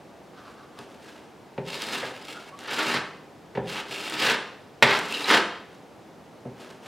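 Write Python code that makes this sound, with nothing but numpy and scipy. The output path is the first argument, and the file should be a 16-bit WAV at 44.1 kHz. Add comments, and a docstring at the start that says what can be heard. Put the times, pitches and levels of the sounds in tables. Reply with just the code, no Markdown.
"""A soft wipe and a hollow rub in a tub of filler open the take, over low room noise in a bare room.
Then a wide steel putty knife lands on a hollow plasterboard wall with a knock, for three spells of work:
noise grains hiss through the paste and make the steel sing, and denser ones rasp on the board under pressure.
The edge ticks on grit through the blade's resonances and squeaks in wavering tones; a last soft touch follows.
The microphone is close and nearly mono; filtered noise makes the reverberation and the room noise."""
import sys
import numpy as np
from scipy import signal
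from scipy.fft import rfft, irfft, next_fast_len
from scipy.io import wavfile

SR = 44100
rng = np.random.default_rng(int(sys.argv[2]) if len(sys.argv) > 2 else 0)


def wrap_up_sound(samples):
    """Save the sound to the file named by the first command line argument, as 16-bit audio."""
    columns = np.atleast_2d(samples).T
    # keep every value between -1 and 1, then stretch to whole-number steps
    tamed = np.clip(columns, -1, 1)
    steps = np.round(tamed * 32767).astype(np.int16)
    wavfile.write(sys.argv[1], SR, steps)


N = 302967
TIME = np.arange(N) / SR

# modes of the hollow wall board: [f/Hz, relative level/dB, t60/s]
BOARD_MODES = [(60, -23, 0.35), (124.3, -12, 0.14), (184.4, -5.5, 0.057), (252, -12, 0.14),
               (344, -5, 0.054), (402, -3, 0.11), (467, 0.5, 0.039), (544, 1.5, 0.023), (728, -0.5, 0.021),
               (820, 2, 0.014), (1002, -7, 0.028)]


def from_db(db):
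    """Decibels to gain."""
    return 10 ** (np.asarray(db) / 20)


def rms_one(x):
    """Scale to unit power."""
    return x / np.sqrt(np.mean(x ** 2) + 1e-20)


def at_hz(points, hz):
    """Read a table on a log-frequency axis."""
    freqs, values = np.transpose(points)
    return np.interp(np.log(np.maximum(hz, 1)), np.log(freqs), values)


def colour(x, spectrum):
    """Give a steady signal a smooth spectrum; rms 1."""
    size = next_fast_len(N)
    bins = rfft(x, size)
    hz = np.arange(len(bins)) * SR / size
    return rms_one(irfft(bins * from_db(at_hz(spectrum, hz)), size)[:N])


def drift(rate):
    """Slow chance with spread 1: noise through two equal one-pole low-passes at the rate in Hz."""
    r = np.exp(-2 * np.pi * rate / SR)
    noise = rng.standard_normal(N + SR)
    # the first second lets the filter settle
    return rms_one(signal.lfilter([1], [1, -2 * r, r * r], noise)[SR:])


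def low_pass(x, hz):
    """Gentle second-order roll-off."""
    return signal.sosfilt(signal.butter(2, min(hz, SR / 2 - 1), fs=SR, output="sos"), x + 1e-18)


def high_pass(x, hz):
    """Second-order cut of the bass."""
    return signal.sosfilt(signal.butter(2, hz, "high", fs=SR, output="sos"), x)


def band_pass(x, low, high):
    """Keep what lies between two frequencies in Hz."""
    return signal.sosfilt(signal.butter(2, [low, high], "band", fs=SR, output="sos"), x)


def ring(x, hz, t60):
    """A unit click sets a decaying sine of starting height 1 ringing."""
    r, w = np.exp(-np.log(1000) / (t60 * SR)), 2 * np.pi * hz / SR
    return signal.lfilter([0, np.sin(w)], [1, -2 * r * np.cos(w), r * r], x + 1e-18)


def resonate(x, hz, width):
    """One resonance of the given width in Hz, with gain 1 on top."""
    r = np.exp(-np.pi * width / SR)
    forward = np.array([1, 0, -1]) * (1 - r * r) / 2
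    feedback = [1, -2 * r * np.cos(2 * np.pi * hz / SR), r * r]
    return signal.lfilter(forward, feedback, x + 1e-18)


def burst(start, decay_s):
    """Envelope that jumps to 1 and dies away."""
    return (TIME >= start) * np.exp(-np.minimum(np.abs(TIME - start) / decay_s, 20))


def gesture(start, end, attack_s, release_s):
    """Envelope that swells to 1 at the start, holds, and dies away after the end."""
    outside = np.maximum(start - TIME, 0) / attack_s + np.maximum(TIME - end, 0) / release_s
    return np.exp(-np.minimum(outside, 20))


def gestures(rows, attack_s, release_s, axis=2):
    """Gain over time of a table of like gestures, from one of its dB columns."""
    return sum(from_db(row[axis]) * gesture(row[0], row[1], attack_s, release_s) for row in rows)


def slide_gain(axis=2):
    """Strength of the sliding contact over time: hiss from column 2, singing from column 3."""
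    # the blade slides through the paste:
    # [start t/s, end t/s, relative hiss level/dB, relative level of the singing steel/dB]
    slide_times = [(1.685, 1.75, -50.5, -32.5), (1.775, 1.985, -47, -32.5), (2.02, 2.10, -52, -51),
                   (2.14, 2.49, -58.5, -55), (2.245, 2.33, -68, -39), (2.60, 2.67, -55.5, -62),
                   (2.72, 2.955, -44, -32), (3.695, 3.795, -45.5, -35), (3.90, 4.15, -50, -35.5),
                   (4.19, 4.31, -44, -25.5), (4.91, 4.99, -45.5, -41), (5.05, 5.25, -47.5, -34),
                   (5.29, 5.355, -39, -23)]
    return gestures(slide_times, attack_s=0.019, release_s=0.017, axis=axis)


def pressure(release_s=0.03):
    """Each press of the hand builds at its own pace and lets go alike."""
    # the edge is pressed onto the board:
    # [full pressure from t/s, until t/s, swell time constant/s, relative rasp level/dB]
    press_times = [(1.948, 2.068, 0.074, -36), (2.707, 2.734, 0.035, -29), (2.794, 2.804, 0.0083, -23),
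                   (2.928, 2.972, 0.057, -25.5), (3.763, 3.808, 0.015, -34.5), (4.281, 4.319, 0.059, -18),
                   (4.857, 4.95, 0.011, -21.5), (5.319, 5.356, 0.031, -13)]
    return sum(from_db(db) * gesture(start, end, swell_s, release_s)
               for start, end, swell_s, db in press_times)


def grit(per_s, spread_db, judder_db, judder_rate):
    """Tiny slips of random size and sign at random moments; the judder of the edge swells and fades them."""
    signs = np.sign(rng.standard_normal(N))
    sizes = from_db(spread_db * (2 * rng.random(N) - 1)) * signs
    happens = rng.random(N) < per_s / SR
    return sizes * happens * from_db(judder_db * np.tanh(drift(judder_rate)))


def blade(x, wander_db=4, wander_rate=9):
    """The steel's damped resonances; each swells and fades a little as the point of contact shifts."""
    # resonances of the steel blade: [f/Hz, width/Hz, relative level/dB]
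    steel_modes = [(1270, 74, -3), (2255, 110, -3.5), (2700, 560, 0), (3250, 210, -3.5), (3690, 260, -2.5),
                   (4200, 130, -3), (4680, 103, -15), (7140, 300, -15), (2750, 40, 0), (3660, 70, -13),
                   (4900, 54, 0.5)]
    out = np.zeros(N)
    for hz, width, db in steel_modes:
        wander = wander_db * np.tanh(drift(wander_rate))
        out += from_db(db + wander) * resonate(x, hz, width)
    return out


def sliding(slide, press, steel_db=-5, stroke_db=11, unsteady_db=-1.0, unsteady_rate=14):
    """Fine grains in the paste pass under the blade and make it sing."""
    # hiss of the wet paste: [f/Hz, relative density level/dB]
    hiss_spectrum = [(59, -49), (100, -14.5), (249, -1.5), (364, -0.5), (511, -0.5), (732, -5), (905, -0.5),
                     (1140, -9), (1300, -3), (2350, -8.5), (2720, -6), (3030, -8), (3300, -8.5),
                     (10100, -23.5), (15800, -35)]
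    # light wiping of the paste: [start t/s, end t/s, hiss level/dB]
    wipe_times = [(.39, .52, -55), (.79, .81, -46.5), (.91, 1.25, -53.5), (1.06, 1.10, -50),
                  (5.735, 5.75, -51), (6.60, 6.71, -46.5), (6.86, 6.87, -42.5)]
    # pressure also raises the hiss and the singing
    press_hiss_db, press_singing_db = -29, -15
    slips = grit(per_s=4000, spread_db=5.5, judder_db=4.0, judder_rate=49)
    strokes = from_db(stroke_db) * (slide + from_db(press_hiss_db) * press)
    wipes = gestures(wipe_times, attack_s=0.024, release_s=0.039)
    hiss = colour(slips, hiss_spectrum) * (strokes + wipes)
    singing_gain = from_db(steel_db) * (slide_gain(axis=3) + from_db(press_singing_db) * press)
    singing = rms_one(blade(slips)) * singing_gain
    return (hiss + singing) * from_db(unsteady_db * np.tanh(drift(unsteady_rate)))


def rasping(slide, press, rasp_db=-1, board_db=-15, slide_rasp_db=2):
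    """Under pressure the bare edge stutters densely over the wall and shakes the board; slides rasp too."""
    # rasp of the edge on the board: [f/Hz, relative density level/dB]
    rasp_spectrum = [(50, -43), (90, -32), (140, -13.5), (280, -6), (420, 0.5), (650, -9), (950, 0),
                     (1800, 5), (2300, -1), (3000, -1), (4800, -7), (6000, -17), (9000, -44), (15800, -51)]
    slips = grit(per_s=12000, spread_db=5, judder_db=4.5, judder_rate=84)
    board = np.zeros(N)
    for hz, db, t60 in BOARD_MODES:
        width = np.log(1000) / (np.pi * t60)
        board += from_db(db) * resonate(slips, hz, width)
    voice = colour(slips, rasp_spectrum) + from_db(board_db) * rms_one(board)
    return from_db(rasp_db) * voice * np.hypot(press, from_db(slide_rasp_db) * slide)


def landings(slap_s=0.013, push_s=0.012, rattle_db=-25, knock_db=19, ring_db=-5):
    """The blade claps flat on the wall, and the hollow board knocks and thuds."""
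    # blade meets wall: [t/s, relative thud level/dB, relative slap level/dB, low-pass of the contact f/Hz]
    landing_times = [(0.789, -34, -48, 5000), (1.579, -18.5, -29.5, 2030), (2.029, -29, -20.5, 1430),
                     (2.941, -20.5, -37, 298), (3.551, -23, -31.5, 3520), (3.573, -15.5, -24, 1490),
                     (4.8245, -11, -1.5, 6200), (6.453, -22, -28, 600)]
    # slap of the flat steel: [f/Hz, relative density level/dB]
    slap_spectrum = [(30, -47), (70, -28), (130, -28), (280, -26), (430, -2.5), (800, 0), (1200, -8.5),
                     (1800, 0), (2600, -2.5), (4400, -10.5), (6000, -18), (9000, -21), (15800, -16)]
    # after each landing the blade settles flat with a duller push
    settle_s, settle_db, settle_hz = 0.021, -2.5, 220
    clap = colour(rng.standard_normal(N), slap_spectrum)
    rattle = from_db(rattle_db) * rng.standard_normal(N)
    slaps, pushes = np.zeros(N), np.zeros(N)

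    def push(s):
        """A click with a short rattle after it."""
        return signal.unit_impulse(N, round(s * SR)) + rattle * burst(s, push_s)

    for s, thud_db, slap_db, bright_hz in landing_times:
        # a soft contact passes only the lows
        pushes += from_db(thud_db) * low_pass(push(s), bright_hz)
        pushes += from_db(thud_db + settle_db) * low_pass(push(s + settle_s), settle_hz)
        slaps += from_db(slap_db) * low_pass(clap * burst(s, slap_s), bright_hz)
    knock = from_db(knock_db) * resonate(pushes, hz=600, width=1300)
    thud = np.zeros(N)
    for k, (hz, db, t60) in enumerate(BOARD_MODES):
        # neighbouring modes move in opposite senses
        thud += (-1) ** k * from_db(db) * ring(pushes, hz, t60)
    # the board radiates the deep bass poorly
    return slaps + high_pass(knock + from_db(ring_db) * thud, 80)


def catches(slide, catch_db=-5, crack_db=-2, decay_s=0.002):
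    """A grain snaps free: a crack, and the blade rings."""
    # the edge catches on coarse grit: [t/s, relative level/dB]
    catch_times = [(0.7893, -32.5), (1.82, -21.5), (1.868, -29), (1.934, -27), (1.954, -29), (1.9865, -30),
                   (2.2513, -37), (2.4922, -45), (2.59, -31.5), (2.6377, -37), (2.7911, -34), (2.943, -25),
                   (3.684, -38), (4.098, -23), (4.99, -20.5), (5.1244, -23), (5.2415, -29)]
    # finer grit comes by chance during a slide; its level is against the slide gain
    grit_per_s, grit_db, grit_spread_db = 26, 10.5, 5
    happens = rng.random(N) < grit_per_s / SR
    grains = happens * slide * from_db(grit_db + grit_spread_db * rng.uniform(-1, 1, N))
    fine = signal.lfilter([1], [1, -np.exp(-1 / (decay_s * SR))], grains + 1e-18)
    coarse = sum(from_db(db) * burst(s, decay_s) for s, db in catch_times)
    snaps = rng.standard_normal(N) * (fine + coarse)
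    return from_db(catch_db) * (4 * blade(snaps) + from_db(crack_db) * low_pass(snaps, hz=8650))


def squeaks(waver=0.043, rough_db=4, waver_rate=236, rough_rate=160):
    """Stick and slip lock onto one resonance for a moment: a rough, wavering tone."""
    # the edge sticks and squeaks briefly: [centre t/s, half length/s, mean f/Hz, level/dB before roughness]
    squeak_times = [(2.373, 0.025, 1382, -38), (2.54, 0.016, 1110, -38), (2.795, 0.014, 1400, -25.5),
                    (4.214, 0.046, 4910, -34), (5.126, 0.0037, 2780, -20), (5.153, 0.014, 2800, -25.5),
                    (5.15, 0.011, 3810, -28), (5.245, 0.003, 3880, -22)]
    phase = 2 * np.pi * np.cumsum(1 + waver * drift(waver_rate)) / SR
    tones = np.zeros(N)
    for s, half_s, hz, db in squeak_times:
        swell = np.exp(-np.minimum(((TIME - s) / half_s) ** 2, 20))
        tones += from_db(db) * swell * np.sin(hz * phase)
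    return tones * from_db(rough_db * drift(rough_rate))


def scooping(scoop_db=-3):
    """The blade scoops filler from its tub: slips coloured to a soft, hollow rub."""
    # scoops from the tub: [start t/s, end t/s, relative level/dB]
    scoop_times = [(.38, .49, -46.5), (.60, .64, -48.5), (.77, .80, -47)]
    # hollow sound of the tub: [f/Hz, relative density level/dB]
    tub_spectrum = [(410, -31), (700, -19), (917, -9), (1160, 3), (1670, -6), (1820, -17), (4150, -17),
                    (6000, -24), (7800, -60), (13200, -120)]
    slips = grit(per_s=3000, spread_db=7, judder_db=6, judder_rate=29)
    strength = gestures(scoop_times, attack_s=0.035, release_s=0.02)
    return from_db(scoop_db) * colour(slips, tub_spectrum) * strength


def room(x, first_echo_s=0.004):
    """Dense reflections from bare walls, as decaying noise in bands; the top treble dies first."""
    # decay of the room: [f/Hz, t60/s]
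    decay_times = [(100, 0.62), (700, 0.56), (2000, 0.57), (5000, 0.61), (9000, 0.43), (15000, .16)]
    # reverberation against the sound sent into the room: [f/Hz, level/dB]
    echo_levels = [(100, -0.5), (1500, -2.5), (4500, -9.5), (8000, -6), (15000, -40)]
    t, response = TIME[:SR], np.zeros(SR)
    edges = np.geomspace(50, 16000, 13)
    for low, high in zip(edges, edges[1:]):
        hz = np.sqrt(low * high)
        band = band_pass(rng.standard_normal(SR), low, high)
        decay = np.exp(-np.log(1000) * t / at_hz(decay_times, hz))
        tail = band * decay * (t > first_echo_s)
        # each band gets energy in proportion to its width
        response += from_db(at_hz(echo_levels, hz)) * rms_one(tail) * np.sqrt(2 * (high - low)) / SR
    return signal.fftconvolve(x, response)[:N]


def ambience(level_db=-48):
    """Low, steady rush of the room: coloured noise."""
    # room noise: [f/Hz, relative density level/dB]
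    noise_spectrum = [(15, -74), (25, -24), (107, -8.5), (148, -5), (269, -4.5), (307, -4), (437, -5),
                      (557, -7), (620, -7), (769, -7.5), (1010, -13), (1090, -14), (1510, -18),
                      (5670, -30.5), (15800, -44)]
    return colour(rng.standard_normal(N), noise_spectrum) * from_db(level_db)


def scene(knife_db=-2.0, bass_side_db=-23, treble_side_db=-16, ambience_side_db=-11):
    """The knife is straight ahead; only the echoes and the room noise differ between the sides."""
    slide, press = slide_gain(), pressure()
    strokes = sliding(slide, press) + rasping(slide, press)
    contacts = landings() + catches(slide) + squeaks() + scooping()
    knife = from_db(knife_db) * (strokes + contacts)
    treble = band_pass(knife, 2300, 11000)
    mid = knife + room(knife) + ambience()
    side_echoes = room(from_db(bass_side_db) * knife + from_db(treble_side_db) * treble)
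    side = side_echoes + from_db(ambience_side_db) * ambience()
    return np.array([mid + side, mid - side])


def record(dry):
    """The microphone sheds the deep bass, peaks are rounded, the top is cut."""
    thinned = high_pass(dry, 55)
    rounded = 1.255 * np.tanh(thinned / 1.365)
    top_cut = signal.ellip(10, 0.1, 80, 15850, fs=SR, output="sos")
    return signal.sosfilt(top_cut, rounded)


dry = scene()
out = record(dry)
wrap_up_sound(out)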